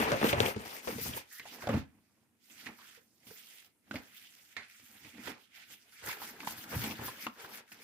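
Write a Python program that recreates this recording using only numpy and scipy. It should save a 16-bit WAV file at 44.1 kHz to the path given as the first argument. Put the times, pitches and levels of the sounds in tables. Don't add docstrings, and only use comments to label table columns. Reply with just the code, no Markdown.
import sys
import numpy as np
from scipy import signal
from scipy.io import wavfile

SR = 44100
rng = np.random.default_rng(int(sys.argv[2]) if len(sys.argv) > 2 else 0)


def amplitude_ratio(level_db):
    exponent = np.asarray(level_db, float) / 20
    return 10 ** exponent


def pcm_store(signal):
    levels = np.round(np.clip(np.atleast_2d(signal), -1, 1) * 32767)
    wavfile.write(sys.argv[1], SR, levels.astype(np.int16).T)


N = 345303


def rms_one(x):
    return x / np.sqrt(np.mean(x ** 2) + 1e-20)


def in_time(rows):
    start_s, *columns = np.transpose(rows)
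    return [np.interp(np.arange(N) / SR, start_s, column) for column in columns]


def at_hz(points, hz):
    point_hz, value = np.transpose(points)
    return np.interp(np.log(hz), np.log(point_hz), value)


def butterworth(order, hz, kind, x):
    return signal.sosfilt(signal.butter(order, hz, kind, fs=SR, output="sos"), x)


def drift(rate_hz):
    r = np.exp(-80 * np.pi * rate_hz / SR)
    slow = signal.lfilter([1], [1, -2 * r, r * r], rng.standard_normal(N // 40 + 2002))[2000:]
    return np.interp(np.arange(N) / 40, np.arange(len(slow)), rms_one(slow - slow.mean()))


def ring(clicks, hz, t60_s):
    r, w = amplitude_ratio(-60 / (t60_s * SR)), 2 * np.pi * hz / SR
    return signal.lfilter([0, np.sin(w)], [1, -2 * r * np.cos(w), r * r], clicks + 1e-18)


def panned(left_db):
    return amplitude_ratio(np.multiply.outer([.5, -.5], left_db))


def grain(per_s, spread_db, t60_s, bed):
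    born = rng.random(N) < per_s * amplitude_ratio(6.0 * drift(12)) / SR
    sizes = amplitude_ratio(spread_db * np.minimum(rng.exponential(1, N), 4))
    decay = amplitude_ratio(-60 / (t60_s * SR))
    slips = signal.lfilter([1], [1, -decay], born * sizes + 1e-18)
    return rms_one(bed + rms_one(slips))


# freq_hz [Hz], likeness [correlation of left and right]
SIDE_LIKENESS = [(60, 0.66), (250, 0.31), (500, 0.81), (1000, 0.38), (2000, 0.11), (4000, 0.083),
                 (15000, 0.53)]


def coloured(spectrum, envelope, patchy_db, flicker_hz, peak_hz=1000, peak_db=0):
    out, white = 0, rng.standard_normal((2, 2, N)) * envelope
    low_end, high_end = spectrum[0][0], spectrum[-1][0]
    edges = np.geomspace(low_end, high_end, round(2 * np.log2(high_end / low_end)) + 1)
    for k, (low, high) in enumerate(zip(edges, edges[1:])):
        mid, side = butterworth(2, [low, high], "band", white[k % 2])
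        hz = np.sqrt(low * high)
        alike = np.clip(at_hz(SIDE_LIKENESS, hz), -1, 1)
        lift_db = peak_db * np.exp(-(np.log2(hz / peak_hz) / 0.55) ** 2)
        gain = amplitude_ratio(at_hz(spectrum, hz) + lift_db + patchy_db * drift(flicker_hz))
        out = out + gain * (np.sqrt(1 + alike) * mid + np.sqrt(1 - alike) * side * [[1], [-1]])
    return rms_one(out)


def crackle(per_s, low_hz, high_hz):
    born = rng.random(N) < per_s * amplitude_ratio(7.0 * drift(15)) / SR
    sizes = born * amplitude_ratio(1.9 * np.minimum(rng.exponential(1, N), 4)) * rng.choice([-1, 1], N)
    dealt, sides_db = rng.integers(0, 14, N), rng.normal(0, 1.6, 14)
    out = 0
    for k, hz in enumerate(np.geomspace(low_hz, high_hz, 14)):
        out = out + panned(sides_db[k])[:, None] * ring(sizes * (dealt == k), hz, 6.8 / hz)
    return rms_one(out)


def gestures(rows, level_db, rise_db_per_s, fall_db_per_s):
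    start_s, hold_s = np.array(rows)[:, :2].T[..., None]
    t = np.arange(0, N / SR, .001)
    before_s = np.maximum(start_s - t, 0)
    after_s = np.maximum(t - start_s - np.abs(hold_s), 0)
    away_db = rise_db_per_s * before_s + fall_db_per_s * after_s
    return amplitude_ratio(2 * np.maximum(np.array(level_db)[:, None] - away_db, -110))


def each_sample(x):
    return np.interp(np.arange(N) / SR * 1000, np.arange(len(x)), x)


def summed_db(power):
    return each_sample(10 * np.log10(power.sum(axis=0)))


def held_for_snaps(db):
    now = np.arange(N)
    before, after = np.arange(N), np.arange(N)
    taut, release = round(.03 * SR), round(.008 * SR)
    for start_s, *_ in CREASE_SNAPS[::-1]:
        at = round(start_s * SR)
        before[at - taut:at] = at - taut
        after[at:at + release] = at + release
    return np.where(after > now, np.maximum(db, db[after]), np.minimum(db, db[before]))


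HISS_RISE_DB_PER_S, HISS_FALL_DB_PER_S = 270, 267.5
EDGE_RISE_DB_PER_S, EDGE_FALL_DB_PER_S = 349, 447
RUSTLE_DB, RUSTLE_LOW_HZ, RUSTLE_HIGH_HZ = -12.5, 1000, 2600
RUSTLE_RISE_DB_PER_S, RUSTLE_FALL_DB_PER_S = 1 / .0003, 902.5
# [dB, dry edge over the hiss]
FINGER_STROKES = [(0, 0.039, -38.5, 1900, -4), (.09, .05, -41.5, 1800, -9.5),
                  (0.167, .05, -42.5, 1900, -10.5), (.26, .05, -37.5, 1900, -2.5),
                  (0.403, 0.022, -42.5, 1780, -0.5), (0.459, .04, -43, 1600, 1.5),
                  (0.596, 0.029, -53.5, 2400, -3), (0.658, .13, -52, 2300, 1),
                  (0.856, 0.16, -49.5, 1900, 1.5), (1.02, .07, -48.5, 2390, 7),
                  (1.11, 0.046, -51.5, 2500, 0.5), (1.17, .008, -45.5, 1960, 3.5),
                  (1.189, 0.03, -64, 2000, -2), (1.32, .065, -58.5, 1900, 5.5),
                  (1.4, .05, -68.5, 2000, 3.5), (1.47, 0.05, -53.5, 3500, -5.5),
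                  (1.536, 0.026, -60, 1970, 5.5), (1.615, .02, -48.5, 1730, -5.5),
                  (1.691, .09, -50, 1700, -6.5), (1.892, .35, -83, 2000, 2), (2.442, 0.063, -72, 2600, 5.5),
                  (2.512, .06, -63, 2600, 2), (2.595, .07, -55, 2100, -3.5), (2.69, 0.05, -63, 2180, -5),
                  (2.778, 0.19, -59.5, 1700, -3), (2.981, 0.24, -89, 2300, 16),
                  (3.277, 0.11, -60.5, 2400, 4), (3.396, .2, -61.5, 2550, 2), (3.617, 0.052, -68, 2474, 2),
                  (3.895, .02, -72, 2000, 3), (3.946, .05, -55.5, 1800, -5.5),
                  (4.034, .12, -64, 2300, -0.5), (4.17, .1, -61, 2600, 1), (4.3, .24, -66, 2400, 2.5),
                  (4.6, .05, -55.5, 2000, -22), (4.701, 0.41, -64, 2200, 2), (4.972, .08, -65, 1987, -8),
                  (5.03, 0.18, -60, 2179, -6.5), (5.229, .03, -60.5, 2140, 3), (5.253, 0.05, -46, 1830, -9),
                  (5.413, .03, -65.5, 2800, 0.5), (5.563, 0.061, -53.5, 2290, -8.5),
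                  (5.711, 0.022, -55.5, 2430, 2.5), (5.788, 0.11, -69.5, 2100, 0.5),
                  (5.93, 0.069, -60, 2270, 1), (6.06, .02, -47, 1700, -2), (6.09, .015, -41.5, 1600, -3),
                  (6.13, 0.01, -49, 2080, 0.5), (6.214, .02, -50, 1280, 1), (6.24, 0.07, -51, 1785, -0.5),
                  (6.33, .05, -58, 1400, -6.5), (6.39, .06, -56.5, 1400, -6),
                  (6.468, .06, -47.5, 1500, 0.5), (6.574, 0.064, -51.5, 1500, 0.5),
                  (6.719, 0.058, -46, 1600, -1), (6.801, 0.071, -43, 2000, -2.5),
                  (6.89, 0.039, -51, 2150, 2), (6.964, 0.051, -48.5, 1760, -10.5),
                  (7.062, 0.017, -44.5, 1560, 2.5), (7.121, 0.064, -53, 1630, -6),
                  (7.21, .04, -50.5, 2100, 2), (7.3, .07, -69, 1500, 1.5), (7.4, 0.055, -53, 1710, -1.5),
                  (7.503, .04, -61, 1700, 3), (7.54, 0.038, -50, 1770, -2), (7.726, 0.0044, -54, 1710, 0.5),
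                  (7.82, .02, -55.5, 2140, 0.5)]


def sliding():
    _, _, hiss_db, stroke_hz, edge_db = np.transpose(FINGER_STROKES)
    strokes = gestures(FINGER_STROKES, hiss_db, HISS_RISE_DB_PER_S, HISS_FALL_DB_PER_S)
    _, peak_db, snap_hz, *_ = np.transpose(CREASE_SNAPS)
    instants = [(start_s, 0) for start_s, *_ in CREASE_SNAPS]
    rustles = gestures(instants, peak_db + RUSTLE_DB, RUSTLE_RISE_DB_PER_S, RUSTLE_FALL_DB_PER_S)
    power = np.vstack([strokes, rustles])
    pitches = np.append(stroke_hz, np.clip(snap_hz, RUSTLE_LOW_HZ, RUSTLE_HIGH_HZ))
    rub_hz = pitches @ power / power.sum(axis=0)
    edge = gestures(FINGER_STROKES, hiss_db + edge_db, EDGE_RISE_DB_PER_S, EDGE_FALL_DB_PER_S)
    return summed_db(power), each_sample(rub_hz), summed_db(edge)


# freq_hz [Hz], density_db [relative dB per Hz]
HISS_COLOUR = [(470, -59), (800, -6), (833, -26.5), (1140, -23), (1530, 0), (2440, -0.5), (2720, -3.5),
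               (3270, 3), (3620, 0), (9000, -14), (11700, -46.5), (19800, -120)]


def finger_hiss(slide_db, rub_hz, slips):
    return amplitude_ratio(slide_db) * coloured(HISS_COLOUR, slips, patchy_db=2.5, flicker_hz=20.0,
                                    peak_hz=rub_hz, peak_db=8.0)


TOP_HZ, TOP_FOLLOWS, MID_EDGE_DB = 14500, 0.2, -47
# freq_hz [Hz], density_db [relative dB per Hz]
EDGE_COLOUR = [(2350, -39.5), (4000, -7.5), (6860, -2), (8260, -20.5), (9220, -7), (11800, -9),
               (15000, 0.5), (16000, -8)]


def dry_edge(edge_db, slips):
    top_db = TOP_FOLLOWS * (edge_db - MID_EDGE_DB)
    return amplitude_ratio(edge_db) * coloured(EDGE_COLOUR, slips, patchy_db=2.5, flicker_hz=20.0,
                                   peak_hz=TOP_HZ, peak_db=top_db)


def crinkle(slide_db):
    level_db = slide_db - 8.5 + 1.1 * (slide_db + 40.0)
    return amplitude_ratio(level_db) * crackle(per_s=120, low_hz=1000, high_hz=5940)


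BEND_RISE_DB_PER_S = 600
FLUTTER_FALL_DB_PER_S, HUM_FALL_DB_PER_S, PUSH_FALL_DB_PER_S = 256.5, 403, 450
# start_s [s], hold_s [s], flutter_db [dB], hum_db [dB], push_db [dB]
BENDS_AND_RESTS = [(0, 0.0067, -28.5, -28, -35), (0.036, 0.11, -38, -39, -48),
                   (0.112, 0.012, -33, -43, -36), (0.227, 0.024, -28.5, -30.5, -54),
                   (0.316, .015, -28.5, -49, -32.5), (0.375, 0.076, -35, -40.5, -37.5),
                   (0.444, 0.029, -35, -46, -44), (0.564, 0.0077, -55, -39.5, -39.5),
                   (.6, 0.071, -48.5, -61, -59), (0.689, 0.11, -54.5, -65, -85),
                   (0.871, 0.019, -41, -42.5, -72), (0.928, 0.054, -51.5, -44.5, -49),
                   (1.014, 0.093, -63, -50.5, -46.5), (1.058, 0.12, -52, -58, -56),
                   (1.4, .1, -67, -72, -76), (1.528, 0.13, -59.5, -60, -81),
                   (1.672, 0.084, -43, -37.5, -37), (1.726, 0.039, -54, -33, -29.5),
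                   (1.81, .03, -81, -62, -53), (1.903, .05, -80, -74, -84), (1.954, 0.031, -78, -66, -67.5),
                   (2.02, 0.32, -84, -79, -85), (2.487, 0.13, -77, -71.5, -82.5),
                   (2.652, 0.048, -58, -53.5, -69), (2.743, 0.19, -76.5, -76, -87),
                   (3.0, 0.29, -84.5, -77.5, -89.5), (3.261, 0.055, -67, -63.5, -68),
                   (3.4, 0.28, -80, -86, -90.5), (3.923, 0.041, -50, -42.5, -47.5),
                   (4.02, 0.08, -76, -73, -79), (4.12, 0.38, -84, -82.5, -89.5),
                   (4.58, 0.033, -66, -69, -68), (4.816, .03, -77.5, -68, -70),
                   (4.903, 0.064, -73, -70.5, -79), (5.03, 0.041, -63, -58.5, -63.5),
                   (5.163, 0.04, -60, -50.5, -67), (5.256, 0.045, -50, -48, -62),
                   (5.498, 0.3, -88.5, -91, -91), (5.704, 0.026, -72, -72.5, -72),
                   (5.846, 0.16, -79, -89, -87), (6.054, .03, -46.5, -57, -54),
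                   (6.178, 0.22, -59.5, -62.5, -85), (6.407, 0.051, -58, -51, -68),
                   (6.502, .1, -57.5, -58, -62), (6.648, 0.055, -58.5, -53.5, -67),
                   (6.728, 0.022, -45.5, -48, -45), (6.768, 0.011, -58, -43, -33),
                   (6.828, 0.095, -50, -42.5, -55), (6.99, 0.028, -50.5, -50, -51),
                   (7.052, 0.036, -51, -57, -54), (7.12, 0.08, -61.5, -63, -77),
                   (7.259, 0.015, -54, -44.5, -92), (7.38, 0.06, -60, -70, -87), (7.46, .02, -69, -65, -67),
                   (7.495, 0.1, -61, -65.5, -94), (7.708, 0.066, -69.5, -65.5, -83),
                   (7.765, 0.066, -62.5, -73, -82)]


def bending():
    levels_db = np.transpose(BENDS_AND_RESTS)[2:]
    falls = FLUTTER_FALL_DB_PER_S, HUM_FALL_DB_PER_S, PUSH_FALL_DB_PER_S
    return [summed_db(gestures(BENDS_AND_RESTS, db, BEND_RISE_DB_PER_S, fall))
            for db, fall in zip(levels_db, falls)]


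# freq_hz [Hz], density_db [relative dB per Hz]
FLUTTER_COLOUR = [(180, -25), (300, -18), (349, -4.5), (515, -9.5), (685, -19.5), (832, -8), (1580, -16),
                  (2500, -16), (3250, -51), (5500, -120)]


def flutter(bend_db):
    buckles = grain(per_s=56, spread_db=0.5, t60_s=0.064, bed=0.96)
    noise = coloured(FLUTTER_COLOUR, buckles, patchy_db=1.5, flicker_hz=17.0)
    return amplitude_ratio(bend_db) * (noise + amplitude_ratio(-3) * crackle(per_s=660, low_hz=446, high_hz=3500))


# freq_hz [Hz], level_db [dB, relative], t60_s [s]
ROLL_MODES = [(109, -29.5, 0.023), (223, -15, .09), (302, -12, 0.062), (460, -8, 0.089)]


def hollow_hum():
    hz, _, t60_s = ROLL_MODES[1]
    shaking = rng.standard_normal(N) * amplitude_ratio(2 * drift(25))
    return rms_one(ring(ring(shaking, hz, 0.87 * t60_s), 1.4 * hz, 0.56 * t60_s))


def air_push():
    lumps = rng.standard_normal(N) * amplitude_ratio(2 * drift(24))
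    return rms_one(butterworth(4, [70, 150], "band", lumps))


STILL_DB = -77
# freq_hz [Hz], density_db [relative dB per Hz]
STILL_COLOUR = [(24, -48.5), (40, -28.5), (103, -7), (170, -15), (233, -1.5), (330, -11.5), (500, -22.5),
                (1200, -30), (2100, -26), (4000, -29.5), (7500, -27), (11800, -20.5), (16000, -31.5)]


def still_air():
    return amplitude_ratio(STILL_DB) * coloured(STILL_COLOUR, 1, patchy_db=2.0, flicker_hz=3.0)


MID_SNAP_DB = -35
CRACK_DB, CRACK_LOSS = -13, 0.7
THUD_DB, THUD_LOSS = -23.5, .5
TICK_DB, TICK_T60_S = -33, 0.0066
# [dB, left over right]
CREASE_SNAPS = [(0.118, -20, 580, 0.2, 1), (0.214, -36.5, 462, .026, 6), (0.228, -28.5, 460, 0.078, 6.5),
                (0.241, -17, 434, .072, -4), (0.251, -32, 490, 0.11, 0), (0.292, -26.5, 3000, 0.041, 10),
                (0.329, -17.5, 544, .049, 1), (0.403, -15, 503, .022, 4.5), (0.432, -32.5, 530, .025, -7),
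                (0.461, -25, 3120, .043, .5), (0.482, -28, 584, 0.083, 6), (0.502, -32.5, 2600, 0.027, 0),
                (0.562, -29.5, 400, 0.034, 4.5), (0.652, -41.5, 730, .089, 5), (0.873, -27, 493, .08, 0),
                (0.88, -32.5, 1800, .03, -0.5), (0.982, -32.5, 492, 0.034, 1),
                (1.135, -36, 3280, 0.033, -1.5), (1.166, -37.5, 500, 0.024, 4),
                (1.174, -34.5, 1010, 0.012, 0), (1.32, -52.5, 1800, .04, -4),
                (1.397, -33.5, 2050, 0.035, -3), (1.454, -40.5, 803, .06, -2),
                (1.621, -44.5, 1040, .046, 14), (1.63, -39.5, 630, 0.17, -4), (1.671, -27.5, 700, 0.14, -1),
                (1.69, -24, 580, 0.07, 0), (1.739, -29.5, 580, 0.046, -3), (2.499, -53.5, 2630, .12, -5),
                (2.66, -38.5, 2600, 0.034, -3.5), (2.667, -34, 1870, 0.082, -5),
                (2.786, -51, 1140, 0.28, -4), (2.97, -56, 494, .12, -7), (3.269, -50, 4640, .18, -3),
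                (3.307, -47.5, 454, 0.045, -4), (3.911, -31.5, 1500, 0.032, -5),
                (3.941, -36.5, 600, 0.056, -4), (3.956, -32, 2220, 0.1, -4), (4.566, -29, 2050, 0.17, -6.5),
                (4.797, -50, 2320, 0.029, -2.5), (5.048, -50.5, 2820, 0.042, -4.5),
                (5.179, -49, 440, .025, -3), (5.272, -38, 1930, 0.036, -8), (5.923, -60, 1500, .06, -8.5),
                (6.071, -35.5, 1860, 0.074, -2), (6.091, -37, 1000, 0.036, -10),
                (6.2, -46.5, 1300, 0.15, 1), (6.218, -34.5, 980, 0.11, -5), (6.404, -34, 2080, 0.013, -3),
                (6.431, -37.5, 1060, .04, -1), (6.472, -22, 985, 0.028, -1), (6.91, -34.5, 2530, 0.066, 9),
                (6.991, -42.5, 816, .098, -5), (7.016, -46, 406, 0.037, 14), (7.081, -34, 1050, 0.041, -5),
                (7.266, -28, 1080, 0.037, 4), (7.268, -29.5, 2660, 0.017, 2.5),
                (7.444, -39.5, 1430, 0.056, 1), (7.718, -42, 2400, 0.048, -3)]


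def snaps():
    out, t = np.zeros((2, N + SR)), np.arange(SR // 3) / SR
    blows = np.zeros((len(ROLL_MODES), N))
    for start_s, peak_db, hz, t60_s, left_db in CREASE_SNAPS:
        over_db = peak_db - MID_SNAP_DB
        crack_db, thud_db = CRACK_DB - CRACK_LOSS * over_db, THUD_DB - THUD_LOSS * over_db
        at = round(start_s * SR)
        noise = rng.standard_normal(len(t)) + 0.58 * rng.standard_normal((2, len(t)))
        shiver = noise * amplitude_ratio(-60 * t / max(t60_s, .005))
        shiver[:, 0] = 5
        crack_fade = amplitude_ratio(-60 * t / 0.0067) + amplitude_ratio(-25.5)
        crack = butterworth(2, [800, 5000], "band", shiver * crack_fade)
        body = ring(ring(shiver, hz, 10.0 / hz), hz, 6.2 / hz)
        upper = ring(shiver, 2.1 * hz, 7.0 / hz)
        body = body / np.abs(body).max() + amplitude_ratio(-9.5) * upper / np.abs(upper).max()
        snap = body / np.abs(body).max() + amplitude_ratio(crack_db) * crack / np.abs(crack).max()
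        fibres = np.diff(noise, n=2, prepend=0, append=0)
        snap += amplitude_ratio(TICK_DB) * fibres * amplitude_ratio(-60 * t / TICK_T60_S)
        out[:, at:at + len(t)] += amplitude_ratio(peak_db) * panned(left_db)[:, None] * snap
        blows[:, at] = amplitude_ratio(peak_db + thud_db + rng.normal(0, 2.8, len(ROLL_MODES)))
    hollow = sum(amplitude_ratio(db) * ring(blow, hz, t60_s) for blow, (hz, db, t60_s) in zip(blows, ROLL_MODES))
    return out[:, :N] + butterworth(2, 80, "high", hollow)


# start_s [s], pitch_hz [Hz], level_db [dB]
FOLD_SQUEAK = [(1.31, 1840, -61), (1.42, 1910, -55)]


def squeak():
    hz, db = in_time(FOLD_SQUEAK)
    t = np.arange(N) / SR
    wobble = butterworth(2, 120, "low", rng.standard_normal((2, N)))
    phase = 2 * np.pi * np.cumsum(hz) / SR
    ribbon = rms_one(wobble[0] * np.cos(phase) + wobble[1] * np.sin(phase))
    return amplitude_ratio(db) * ribbon * ((t > FOLD_SQUEAK[0][0]) & (t < FOLD_SQUEAK[-1][0]))


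# [dB, left over right]
HAND_PLACE = [(0.0, 2.5), (1.05, 2.5), (1.35, -3), (2.18, -4), (2.44, -5), (4.75, -3), (5.26, -6.5),
              (5.89, -2.5), (6.48, 0), (6.72, 0.5), (7.28, 0), (7.57, 0.5), (7.83, -1.5)]


def placed(sheet):
    return sheet * panned(in_time(HAND_PLACE)[0])


# start_s [s], lead_ms [ms]
MICROPHONE_LEAD = [(0, .35), (1.27, .33), (1.29, -.07), (7.83, -.07)]


def left_first(sheet):
    lead = np.round(in_time(MICROPHONE_LEAD)[0] * SR / 1000).astype(int)
    sheet[1] = sheet[1, np.clip(np.arange(N) - lead, 0, N - 1)]
    return sheet


ROOM_T60_S, WALL_CUT_HZ, ROOM_DB = 0.24, 5600, -14


def room(x):
    out, dull = np.zeros((2, N)), np.exp(-2 * np.pi * WALL_CUT_HZ / SR)
    lags = (rng.uniform(.012, .035, 12) * SR).astype(int)
    for k, lag in enumerate(lags):
        loop, gain, state = x.copy(), amplitude_ratio(-60 * lag / SR / ROOM_T60_S), [0.]
        for i in range(lag, N, lag):
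            back, state = signal.lfilter([gain * (1 - dull)], [1, -dull], loop[i - lag:i], zi=state)
            loop[i:i + lag] += back[:N - i]
        out[k % 2] += (loop - x) * (-1) ** (k // 2)
    return out


def scene():
    slide_db, rub_hz, edge_db = sliding()
    slide_db, bend_db, hum_db, push_db = map(held_for_snaps, (slide_db, *bending()))
    slips = grain(per_s=130, spread_db=3, t60_s=0.0068, bed=4.0)
    rubbing = finger_hiss(slide_db, rub_hz, slips) + dry_edge(edge_db, slips) + crinkle(slide_db)
    handling = placed(rubbing + flutter(bend_db) + squeak())
    hollow = amplitude_ratio(hum_db) * hollow_hum() + amplitude_ratio(push_db) * air_push()
    sheet = left_first(handling + hollow + snaps())
    return sheet + amplitude_ratio(ROOM_DB) * room(sheet.mean(axis=0)) + still_air()


def top_cut(x):
    return signal.sosfilt(signal.butter(12, 15900, fs=SR, output="sos"), x)


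def record(dry):
    topless = signal.sosfilt(signal.cheby2(12, 60, 16300, fs=SR, output="sos"), dry)
    mix = butterworth(2, 60, "high", topless)
    return top_cut(mix)


dry = scene()
out = record(dry)
pcm_store(out)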